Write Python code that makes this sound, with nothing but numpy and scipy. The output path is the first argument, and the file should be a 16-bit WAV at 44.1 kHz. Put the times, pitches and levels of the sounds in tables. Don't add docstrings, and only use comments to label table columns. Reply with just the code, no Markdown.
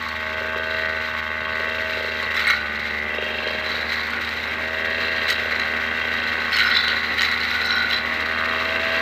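import sys
import numpy as np
from scipy import signal
from scipy.fft import rfft, irfft, next_fast_len
from scipy.io import wavfile
from scipy.ndimage import uniform_filter1d

SR = 44100
rng = np.random.default_rng(int(sys.argv[2]) if len(sys.argv) > 2 else 0)


def to_wav(sig):
    pcm = np.clip(np.atleast_2d(sig), -1, 1) * 32767
    pcm = np.round(pcm).astype(np.int16)
    wavfile.write(sys.argv[1], SR, pcm.T)


def boost(x):
    u = np.asarray(x, float) / 20
    return 10 ** u


N = 397341


def evened(x):
    return x / np.sqrt(np.mean(x ** 2) + 1e-20)


def curves(rows):
    s, *columns = np.transpose(rows)
    return [np.interp(np.arange(N) / SR, s, c) for c in columns]


def wander(hz):
    f = np.fft.rfftfreq(N // 64, 64 / SR)
    slow = irfft(rfft(rng.standard_normal(N // 64)) / (1 + (f / hz) ** 4), N // 64)
    return np.interp(np.arange(N) / 64, np.arange(N // 64), evened(slow))


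def clicks(turns, spread_db):
    return (np.diff(np.floor(turns), prepend=9) > 0) * boost(spread_db * rng.standard_normal(N))


def decay(x, tau_s):
    return signal.lfilter([1], [1, -np.exp(-1 / (tau_s * SR))], x)


def swell(rows, column, t60_s):
    rise_s = 0.039
    t, power = np.arange(0, N, 64) / SR, 1e-12
    for row in rows:
        since = t - row[0]
        fall_db = np.where(since < 0, 9 * (since / rise_s) ** 2, 60 * since / t60_s)
        power = power + boost(row[column] - fall_db) ** 2
    return np.interp(np.arange(N) / SR, t, np.sqrt(power))


def butter(x, order, hz, kind):
    return signal.sosfilt(signal.butter(order, hz, kind, fs=SR, output="sos"), x)


def band(x, lo_hz, hi_hz):
    return evened(butter(x, 2, [lo_hz, hi_hz], "bandpass"))


def coloured(x, points):
    f, db = np.transpose(points)
    size = next_fast_len(N + 4096)
    hz = np.fft.rfftfreq(size, 1 / SR)
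    gain = boost(np.interp(np.log(hz + 1), np.log(f + 1), db))
    return irfft(rfft(x, size) * gain, size)[:N]


def ring(x, modes):
    out = np.zeros(N)
    for hz, width, db in modes:
        pole = np.exp((2j * np.pi * hz - np.pi * abs(width)) / SR)
        out += boost(db) * signal.lfilter([1], [1, -pole], x + 0j).imag
    return out


def glide(x, hz, width):
    turn = np.exp(2j * np.pi * np.cumsum(hz) / SR)
    r = np.exp(-np.pi * width / SR)
    return (turn * signal.lfilter([1], [1, -r], x / turn)).imag


# time in seconds, muffler in view in dB, drive slack in dB.
POSE = [(0, -8, -9), (.3, 6, -2), (.8, 8.5, 0.5), (1.2, 0.5, -3), (1.86, 7.5, 1), (2.6, -6, -1.5),
        (3.0, -12, -6), (3.2, 3, 6), (3.6, 5.5, 3.5), (3.85, -1.5, -8), (4.24, -17, -5), (4.72, 5.5, -1),
        (5.1, 3, 5), (5.5, 0, 0), (6.2, -1, 3), (6.95, -32, -2), (7.9, -3, -3.5), (8.85, 11, 6)]
# time in seconds, drive beats per firing.
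SLIP = [(0, 0.34), (2.2, 0.34), (3.35, 0.32), (4.2, .34), (4.95, 0.37), (5.8, 0.36), (6.85, .398),
        (7.8, 0.37), (8.3, 0.35), (9.01, .345)]
# delay in seconds, share returned.
ECHOES = [(.00255, .95), (.0051, .15)]


def engine(turns, near_db):
    view_db, slack_db = curves(POSE)
    rattle_db = slack_db - 33.5
    beat = np.cumsum(curves(SLIP)[0] * np.gradient(turns))
    sway = boost(11.5 + .45 * rattle_db) * np.cos(2 * np.pi * beat + .5 * wander(2))
    puff = np.exp(-(turns % 1) / .4) * rng.standard_normal(N)
    fire = evened(clicks(turns + .0014 * wander(60), .8) * (1 + .08 * sway))
    drive = fire + .065 * evened(puff)
    for s, share in ECHOES:
        drive = drive + share * np.roll(fire, round(s * SR))
    return (firing_orders(turns, sway, near_db, view_db) + muffler_can(turns, sway, puff)
            + outlet(fire, puff, drive) + loose_drive(beat, drive, rattle_db) + fin_whine(turns))


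# multiple of the firing rate, level in dB.
ORDERS = [(1, -1), (2, -20), (3, -1), (4, -18), (5, -4), (6, -6), (7, 0), (8, 0), (9, -13), (10, -7),
          (11, -3), (12, -7)]


def firing_orders(turns, sway, near_db, view_db):
    lines = [boost(db + wander(55)) * np.cos(2 * np.pi * k * (turns - 0.02785 * k)) for k, db in ORDERS]
    dips = boost(1.5 * near_db) * (lines[3] + lines[8] + lines[9])
    upper = lines[1] + boost(.4 * near_db) * lines[2] + dips + boost(-.8 * near_db - 2) * lines[10] + lines[11]
    steady = boost(-43) * (lines[0] + upper * (.85 + .3 * sway)) / np.std(lines[0])
    hum = evened(lines[7]) * (1 + .08 * sway)
    return steady + boost(view_db - 42) * hum


# frequency in Hz, width in Hz, level in dB.
BODY = [(395, 50, 2), (555, 50, 3), (475, 50, -1)]
# time in seconds, level in dB.
CAN = [(0, -10), (.35, 0.5), (.95, 1), (1.15, -7.5), (1.6, 0.5), (2.05, 1), (2.5, -1.5), (3.15, 4),
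       (3.5, 2), (3.95, -1.5), (4.3, -4), (4.8, 2.5), (5.3, 0.5), (5.5, 0.5), (6.2, -0.5), (6.8, -3),
       (7.6, -2.5), (8.25, -3.5), (8.6, 1.5), (9.01, 1)]


def muffler_can(turns, sway, puff):
    limp = .005 * (1 + .3 * wander(3)) * np.cos(np.pi * turns)
    thumps = clicks(turns + limp + .12, .5) * (1 + .4 * sway)
    boom = band(band(band(ring(thumps, BODY), 360, 660), 350, 680), 350, 700)
    boom = boom + .1 * band(band(puff, 370, 670), 370, 670)
    return boost(curves(CAN)[0] - 40.5) * evened(boom)


# time in seconds, level in dB, aim (upper ring over lower) in dB,
# lower ring in Hz, lowest ring in dB.
OUTLET = [(0, -28.5, -2.5, 1510, 5.5), (.6, -25, -11, 1540, -7), (.85, -21.5, -2.5, 1500, -12),
          (1.2, -25.5, -7, 1490, -2), (1.63, -23, -1.5, 1530, -1), (1.85, -26.5, -7.5, 1535, -5.5),
          (2.4, -25, -1.5, 1520, 1), (2.65, -26.5, -7.5, 1450, -17), (3.03, -26.5, 5, 1530, -1),
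          (3.55, -33, -19, 1680, -6), (3.94, -27.5, 1, 1690, 3.5), (4.31, -34.5, -9, 1560, -1),
          (4.77, -25, -3, 1725, -4), (5.25, -25.5, -3.5, 1590, -2.5), (5.74, -22.5, -1.5, 1550, -7),
          (6.2, -23, -4, 1530, -9.5), (6.5, -22.5, -5, 1500, -2.5), (7.3, -26, 3.5, 1440, 2.5),
          (7.9, -30, 2, 1540, 2), (8.15, -24.5, 3, 1480, 2), (8.4, -21, -12, 1414, -10),
          (8.65, -25.5, -9.5, 1430, -0.5), (9.0, -23, -6.5, 1730, -2)]
# frequency in Hz, width in Hz, level in dB.
OUTLET_LOW = [(1115, 118, -5.5)]
OUTLET_HIGH = [(1855, 25, -11), (2119, 44, 2)]


def outlet(fire, puff, drive):
    outlet_db, aim_db, lower_hz, lowest_db = curves(OUTLET)
    upper_hz = 1973 + 11 * aim_db + 25 * wander(6)
    lowest = boost(lowest_db + 3.0 * wander(21)) * ring(1.4 * fire + .4 * evened(puff), OUTLET_LOW)
    low = band(lowest + glide(drive, lower_hz, 212), 1080, 1710)
    high = band(ring(drive, OUTLET_HIGH) + glide(drive, upper_hz, 193), 1620, 2040)
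    return boost(outlet_db + aim_db / 2 - 4.0) * high - boost(outlet_db - aim_db / 2 - 9.0) * low


# frequency in Hz, width in Hz, level in dB.
CASING = [(2719, 110, 12), (3208, 34, -1), (3800, 110, 7), (5050, 250, 10)]
# time in seconds, level in dB.
KNOCKS = [(.42, -38), (.57, -37), (.95, -44), (1.3, -42), (1.62, -37), (2.0, -34), (2.07, -43), (2.25, -40),
          (3.2, -35), (3.47, -34), (3.75, -39), (4.35, -45), (4.9, -42), (5.45, -37), (6.3, -49),
          (8.4, -47), (8.75, -46)]


def loose_drive(beat, drive, rattle_db):
    bumps = evened(clicks(beat + .008 * wander(20), 1.2))
    burble = band(band(band(bumps, 350, 670), 350, 670), 340, 690)
    burble_level = np.hypot(swell(KNOCKS, 1, 0.7), boost(rattle_db - 16))
    scrape = np.exp(-(beat % 1) / 0.99) * rng.standard_normal(N)
    rattle = band(ring(bumps + 1.6 * scrape + 0.086 * drive, CASING), 2660, 3550)
    return burble_level * burble + boost(rattle_db - 3.5) * rattle


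# time in seconds, level in dB.
FINS = [(0, -65), (4.4, -56), (4.9, -48), (6.2, -54), (6.5, -44), (7.1, -42), (7.4, -51), (7.8, -44),
        (8.2, -50), (9.01, -46)]


def fin_whine(turns):
    return boost(curves(FINS)[0]) * np.sqrt(2) * np.cos(2 * np.pi * 15 * turns)


# time in seconds, level in dB.
GRASS = [(0, 6), (.3, 5.5), (.98, 6), (1.4, 4), (2, 9.5), (2.7, 4), (2.82, 8), (3.05, 5.5), (3.6, 7),
         (3.85, 9), (4.3, 8), (4.8, 7.5), (5.5, 9), (6.15, 8.5), (7.05, 10), (7.5, 13), (8.05, 7),
         (9.01, 11)]
# time in seconds, grit in dB,
# then low, high and top plate rings in dB.
BITES = [(.05, -37.5, -58, -60, -68), (2.385, -28.5, -41, -34, -66), (2.43, -35, -36, -40, -59),
         (2.505, -25.5, -25, -29, -53), (3.69, -33.5, -55, -33, -70), (3.94, -29.5, -33, -34, -56),
         (4.15, -60, -29.5, -56, -66), (4.49, -47, -55, -43, -70), (5.04, -37, -55, -38, -70),
         (5.3, -30.5, -48, -29, -51), (5.42, -35, -38, -50, -55), (6.56, -28, -32, -36, -34),
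         (6.614, -26.5, -18.5, -30, -51), (6.68, -29.5, -38, -29.5, -35), (6.769, -29.5, -31, -22.5, -35),
         (6.88, -42, -24, -27, -61), (7.25, -26.5, -41, -27, -42), (7.33, -44, -32, -50, -60),
         (7.55, -49, -25.5, -32, -60), (7.6, -49, -34, -40, -60), (7.71, -42, -26, -28, -48),
         (7.81, -48, -25, -30.5, -60), (7.66, -45, -27, -29.5, -42), (7.76, -41, -24, -36, -55),
         (7.85, -43, -28, -38, -65), (7.935, -30, -40, -28, -50), (8.66, -34, -58, -50, -72)]


def blade(turns):
    grass_db, = curves(GRASS)
    spin = 2 * np.pi * .692 * turns
    cut = np.hypot(boost(grass_db - 44), swell(BITES, 1, 0.33))
    rub = rubbing(spin)
    swish = band(band(rub, 2300, 19000), 2000, 19000)
    hit, low_hit = strikes()
    spray = decay(hit, 0.0051) * rng.standard_normal(N)
    return (grass_hiss(rub, cut * swish, spray, hit) + guard(rub, spin, grass_db)
            + struck_steel(spin, cut * swish, spray, hit, low_hit) + plate(spin) + pings() + ticks())


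def rubbing(spin):
    size = boost(3.6 * np.minimum(rng.exponential(1, N), 3))
    grit = size * (rng.random(N) < 2500 / SR) * rng.choice([-1, 1], N)
    pulse_db = 2.0 * np.cos(2 * spin) + 0.57 * np.cos(spin) + 2.3 * wander(39)
    return (evened(grit) + 1.64 * rng.standard_normal(N)) * boost(pulse_db)


# time in seconds, peak in dB, dull ring over peak in dB.
STRIKES = [(0.088, -24, -6), (2.2282, -17, 6), (2.4407, -17, 8), (2.47, -17.5, 13), (2.5019, -16, 17.5),
           (2.5347, -28, 23), (3.4712, -18, 2), (3.706, -17.5, 3), (3.914, -26, -5), (4.1063, -26, 7),
           (5.2806, -14, 5), (5.3012, -9, -3), (5.5113, -21, 14), (5.595, -18, 7), (6.5214, -14.5, 0),
           (6.567, -9.5, -19), (6.587, -9, 4), (6.6645, -19, -2), (6.7022, -11, 5), (6.767, -13, -16),
           (6.8799, -12.5, -7), (7.1825, -14, 3), (7.2093, -14, 4), (7.3147, -17.5, 9), (7.4013, -13.5, -6),
           (7.658, -22, -19), (7.701, -11, -3), (7.755, -23, -1), (7.901, -10.5, -12)]


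def strikes():
    hit, low_hit = np.zeros((2, N))
    for s, peak_db, low_ring_db in STRIKES:
        hit[round(s * SR)] += boost(peak_db)
        low_hit[round(s * SR)] += boost(peak_db + low_ring_db)
    return hit, low_hit


# frequency in Hz, level in dB per Hz.
HISS = [(530, -4), (900, -0.5), (1260, 13.5), (1470, 16.5), (1670, 5), (1910, 15), (2450, 0), (2830, -8),
        (3720, -7.5), (4040, -13), (5850, -22), (6750, -27), (10600, -41), (13800, -28), (15600, -39)]


def grass_hiss(rub, swish, spray, hit):
    mix = boost(20.5) * swish + boost(-23) * spray + boost(-9) * hit
    return coloured(mix, HISS) / np.std(coloured(rub, HISS))


# frequency in Hz, width in Hz, level in dB.
GUARD = [(3894, 110, 10), (4050, 210, 4.5), (4597, 42, 0)]


def guard(rub, spin, grass_db):
    brushed = boost(grass_db - 38.5 + 3.0 * wander(1.9))
    level = np.hypot(brushed, boost(8) * swell(BITES, 3, 0.43))
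    return level * boost(-11.5) * band(ring(rub, GUARD), 4010, 4396) * (1 + 0.15 * np.cos(spin))


# frequency in Hz, width in Hz, level in dB.
BLADE_LOW = [(1350, 12, -8), (1160, 14, -12), (1870, 12, -3), (1945, 14, -6), (2155, 14, 0), (2265, 10, -9)]
BLADE_HIGH = [(4035, 16, 0), (3830, 12, -6), (4352, 10, -4), (3188, 12, -6), (2905, 14, -6),
              (5480, 30, -24), (6340, 30, -26)]


def struck_steel(spin, swish, spray, hit, low_hit):
    sweep = evened(.5 + 0.38 * np.cos(spin) + .5 * np.cos(2 * spin + 1))
    bright = ring(boost(-27) * hit + boost(-31.5) * spray + boost(-39) * swish, BLADE_HIGH)
    dull = ring(boost(-14.5) * low_hit, BLADE_LOW)
    return butter(sweep * bright + dull, 2, 1000, "highpass")


# frequency in Hz, level in dB, share swept by the turning.
PLATE = [(1453, -2, .8), (3977, -1, .9), (3522, -2, .8), (5176, -2, .1)]
RING_T60_S = [0.93, 0.49, 0.38, 0.17]
# time in seconds, level in dB.
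SIDE_BITES = [
    (6.56, -38),
    (6.73, -38),
    (6.775, -24),
    (6.89, -34),
    (7.24, -36),
    (7.7, -42),
    (7.93, -33),
]


def plate(spin):
    slip, rasp_db = .45 * wander(30), 1.5 * wander(50)
    sources = [(BITES, 2), (BITES, 3), (SIDE_BITES, 1), (BITES, 4)]
    out = np.zeros(N)
    for (hz, db, swept), (rows, column), t60_s in zip(PLATE, sources, RING_T60_S):
        start = 2 * np.pi * rng.random(4)
        phase = 2 * np.pi * hz * np.arange(N) / SR + slip
        side = np.cos(phase + spin + start[1])
        side = side + 0.7 * np.cos(phase - spin + 2 * start[0] - start[1])
        side = side + 0.18 * np.cos(phase - 2 * spin + start[3])
        lines = np.cos(phase + start[0]) + swept * side
        out += swell(rows, column, t60_s) * boost(db + rasp_db) * evened(lines)
    return out


# time in seconds, peak in dB, frequency in Hz, decay to -60 dB in seconds.
PINGS = [(2.3635, -29, 5310, 0.025), (2.469, -18, 2150, 0.046), (2.4753, -32, 8200, .03),
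         (2.4995, -25, 6090, 0.04), (2.5025, -18, 2160, 0.022), (3.148, -36, 5100, .02),
         (3.5094, -33, 5100, .02), (3.66, -41, 5400, 0.038), (3.9305, -38, 6360, .04),
         (3.971, -37, 5430, .04), (4.4837, -39, 5430, 0.039), (7.756, -32, 5420, 0.11),
         (5.31, -33, 5400, 0.1), (5.312, -30, 6630, 0.045), (5.5967, -27, 6500, .015),
         (5.675, -41, 5570, .04), (6.071, -38, 5550, 0.038), (6.528, -18, 4360, 0.19),
         (6.567, -21, 2850, .12), (6.57, -24, 4330, 0.22), (6.585, -30, 6700, 0.048),
         (6.64, -21, 2850, .15), (6.70, -22, 4330, 0.33), (6.76, -36, 6800, .05), (6.879, -40, 6300, 0.066),
         (7.182, -18, 2040, 0.033), (7.221, -32, 6850, 0.04), (7.25, -36, 6300, 0.017),
         (7.40, -38, 5160, 0.054), (7.4894, -47, 6070, .04), (7.5073, -36, 5320, .05),
         (7.626, -26, 4250, .25), (7.65, -33, 5400, .15), (7.66, -39, 6050, 0.26), (7.701, -33, 5510, 0.23),
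         (7.754, -28, 3200, 0.21), (7.90, -36, 5400, .3), (7.905, -25, 3240, 0.32),
         (7.9278, -17, 4000, 0.19), (8.627, -39, 5380, 0.038)]


def pings():
    out, spit, t = np.zeros(N + SR), np.zeros(N), np.arange(SR // 3) / SR
    for s, db, hz, t60 in PINGS:
        i = round(s * SR)
        rise = np.minimum(t / (0.00014 + 0.085 * t60), 1)
        out[i:i + len(t)] += boost(db - 60 * t / t60) * rise * np.sin(2 * np.pi * hz * t)
        spit[i] = boost(-43.5 + .5 * (db + 21.0))
    dust_hz = 13940
    dust = decay(spit, 0.0057) * band(rng.standard_normal(N), 0.83 * dust_hz, 1.16 * dust_hz)
    return out[:N] * boost(4.5 * wander(140)) + dust


# time in seconds, treble
# peak in dB, body over treble in dB.
TICKS = [(0.0245, -32.5, 5), (0.086, -33, 8), (0.5756, -41, 10), (1.4346, -43, 8), (1.5753, -38, 14),
         (1.6132, -44, 8), (1.6482, -42, 8), (1.9495, -44, 6), (1.9894, -36, 8), (2.0278, -36, 8),
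         (2.0652, -37, 8), (2.3455, -29, 10), (3.9115, -38, 6), (3.93, -31, 8), (4.0048, -41, 8),
         (4.0567, -42, 6), (4.0701, -35, 8), (4.1036, -33, 8), (4.1654, -44, 8), (4.2138, -38, 8),
         (4.2494, -33, 15), (4.2916, -32, 15), (4.3385, -36, 8), (4.4568, -39, 8), (5.3014, -18, 12),
         (5.3194, -38, 6), (7.4101, -39, 5), (7.5617, -33, 3), (7.647, -31, 10), (7.658, -25, 4),
         (7.8231, -34, 8), (8.2079, -34, 10), (8.4038, -37, 8), (8.7615, -38, 10),
         (2.5035, -26, 8),
    (5.2835, -28, 14),
    (5.292, -26, 14),
    (5.328, -30, 19),
    (6.589, -28, 15),
    (7.2095, -28, 21),
    (7.219, -24, 20),
    (7.3155, -28, 14),
]
# frequency in Hz, width in Hz, level in dB.
TICK_BODY = [(2100, 800, 0), (3000, 700, -5), (4300, 1200, -1)]
TICK_TREBLE = [(6600, 2700, -11), (8200, 1100, -12.5), (13700, 1800, -7)]


def ticks():
    treble, body = np.zeros((2, N))
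    for s, db, body_db in TICKS:
        treble[round(s * SR)] = boost(db)
        body[round(s * SR)] = boost(db + body_db)
    crumbs = .18 * rng.standard_normal(N) * decay(treble, 0.01)
    snap = ring(treble + crumbs, TICK_TREBLE) + butter(ring(body, TICK_BODY), 4, 5600, "lowpass")
    return butter(snap, 4, 1300, "highpass")


def field(x):
    t = np.arange(SR // 8) / SR
    tail = rng.standard_normal(len(t)) * boost(-60 * t / 0.07) * (t > .008)
    taps = boost(-18) * tail / np.linalg.norm(tail)
    taps[0] = 1
    return signal.oaconvolve(x, taps)[:N]


# frequency in Hz, level in dB per Hz.
FLOOR = [(20, -16), (60, -10.5), (110, -2.5), (160, -11), (210, -3.5), (270, -9), (330, -9.5), (500, -10),
         (760, -9), (900, -13), (1100, -4.5), (1350, -7.5), (2000, 0), (2800, -11), (4000, -33),
         (5200, -39), (10000, -45.5), (14000, -62)]


def wash(wash_db):
    air = 1.19 * evened(coloured(rng.standard_normal(N), FLOOR))
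    rumble = signal.sosfiltfilt(signal.butter(4, 215, fs=SR, output="sos"), air)
    return boost(wash_db + 1.2 * wander(7.9)) * (air - rumble) + boost(-38.5) * rumble


# time in seconds, firings in Hz.
SPEED = [(0, 78.9), (.3, 78.7), (.8, 79.8), (1.25, 78.5), (1.8, 79.8), (2.38, 77.8), (2.56, 75),
         (2.93, 75.5), (3.55, 78), (4.3, 78.2), (4.99, 80.6), (5.24, 80.3), (5.45, 78.8), (6.25, 79.5),
         (6.65, 77.7), (7.4, 79.3), (7.72, 78.1), (8.86, 81.6)]
# time in seconds, wash level in dB.
APPROACH = [
    (0, -39),
    (2.3, -37),
    (3, -34),
    (5.5, -32.5),
    (9.01, -30.5),
]


def scene():
    hz, = curves(SPEED)
    turns = np.cumsum(uniform_filter1d(hz, size=3000)) / SR
    wash_db, = curves(APPROACH)
    machine = engine(turns, wash_db + 34.0) + blade(turns)
    return (field(machine) + wash(wash_db))[None]


def low_pass(x):
    return signal.sosfilt(signal.butter(12, 15710, fs=SR, output="sos"), x)


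def record(dry):
    thin = butter(dry, 2, 55, "highpass")
    thin = signal.oaconvolve(thin, signal.firwin(255, 15450, fs=SR)[None], "same")
    return low_pass(thin)


dry = scene()
out = record(dry)
to_wav(out)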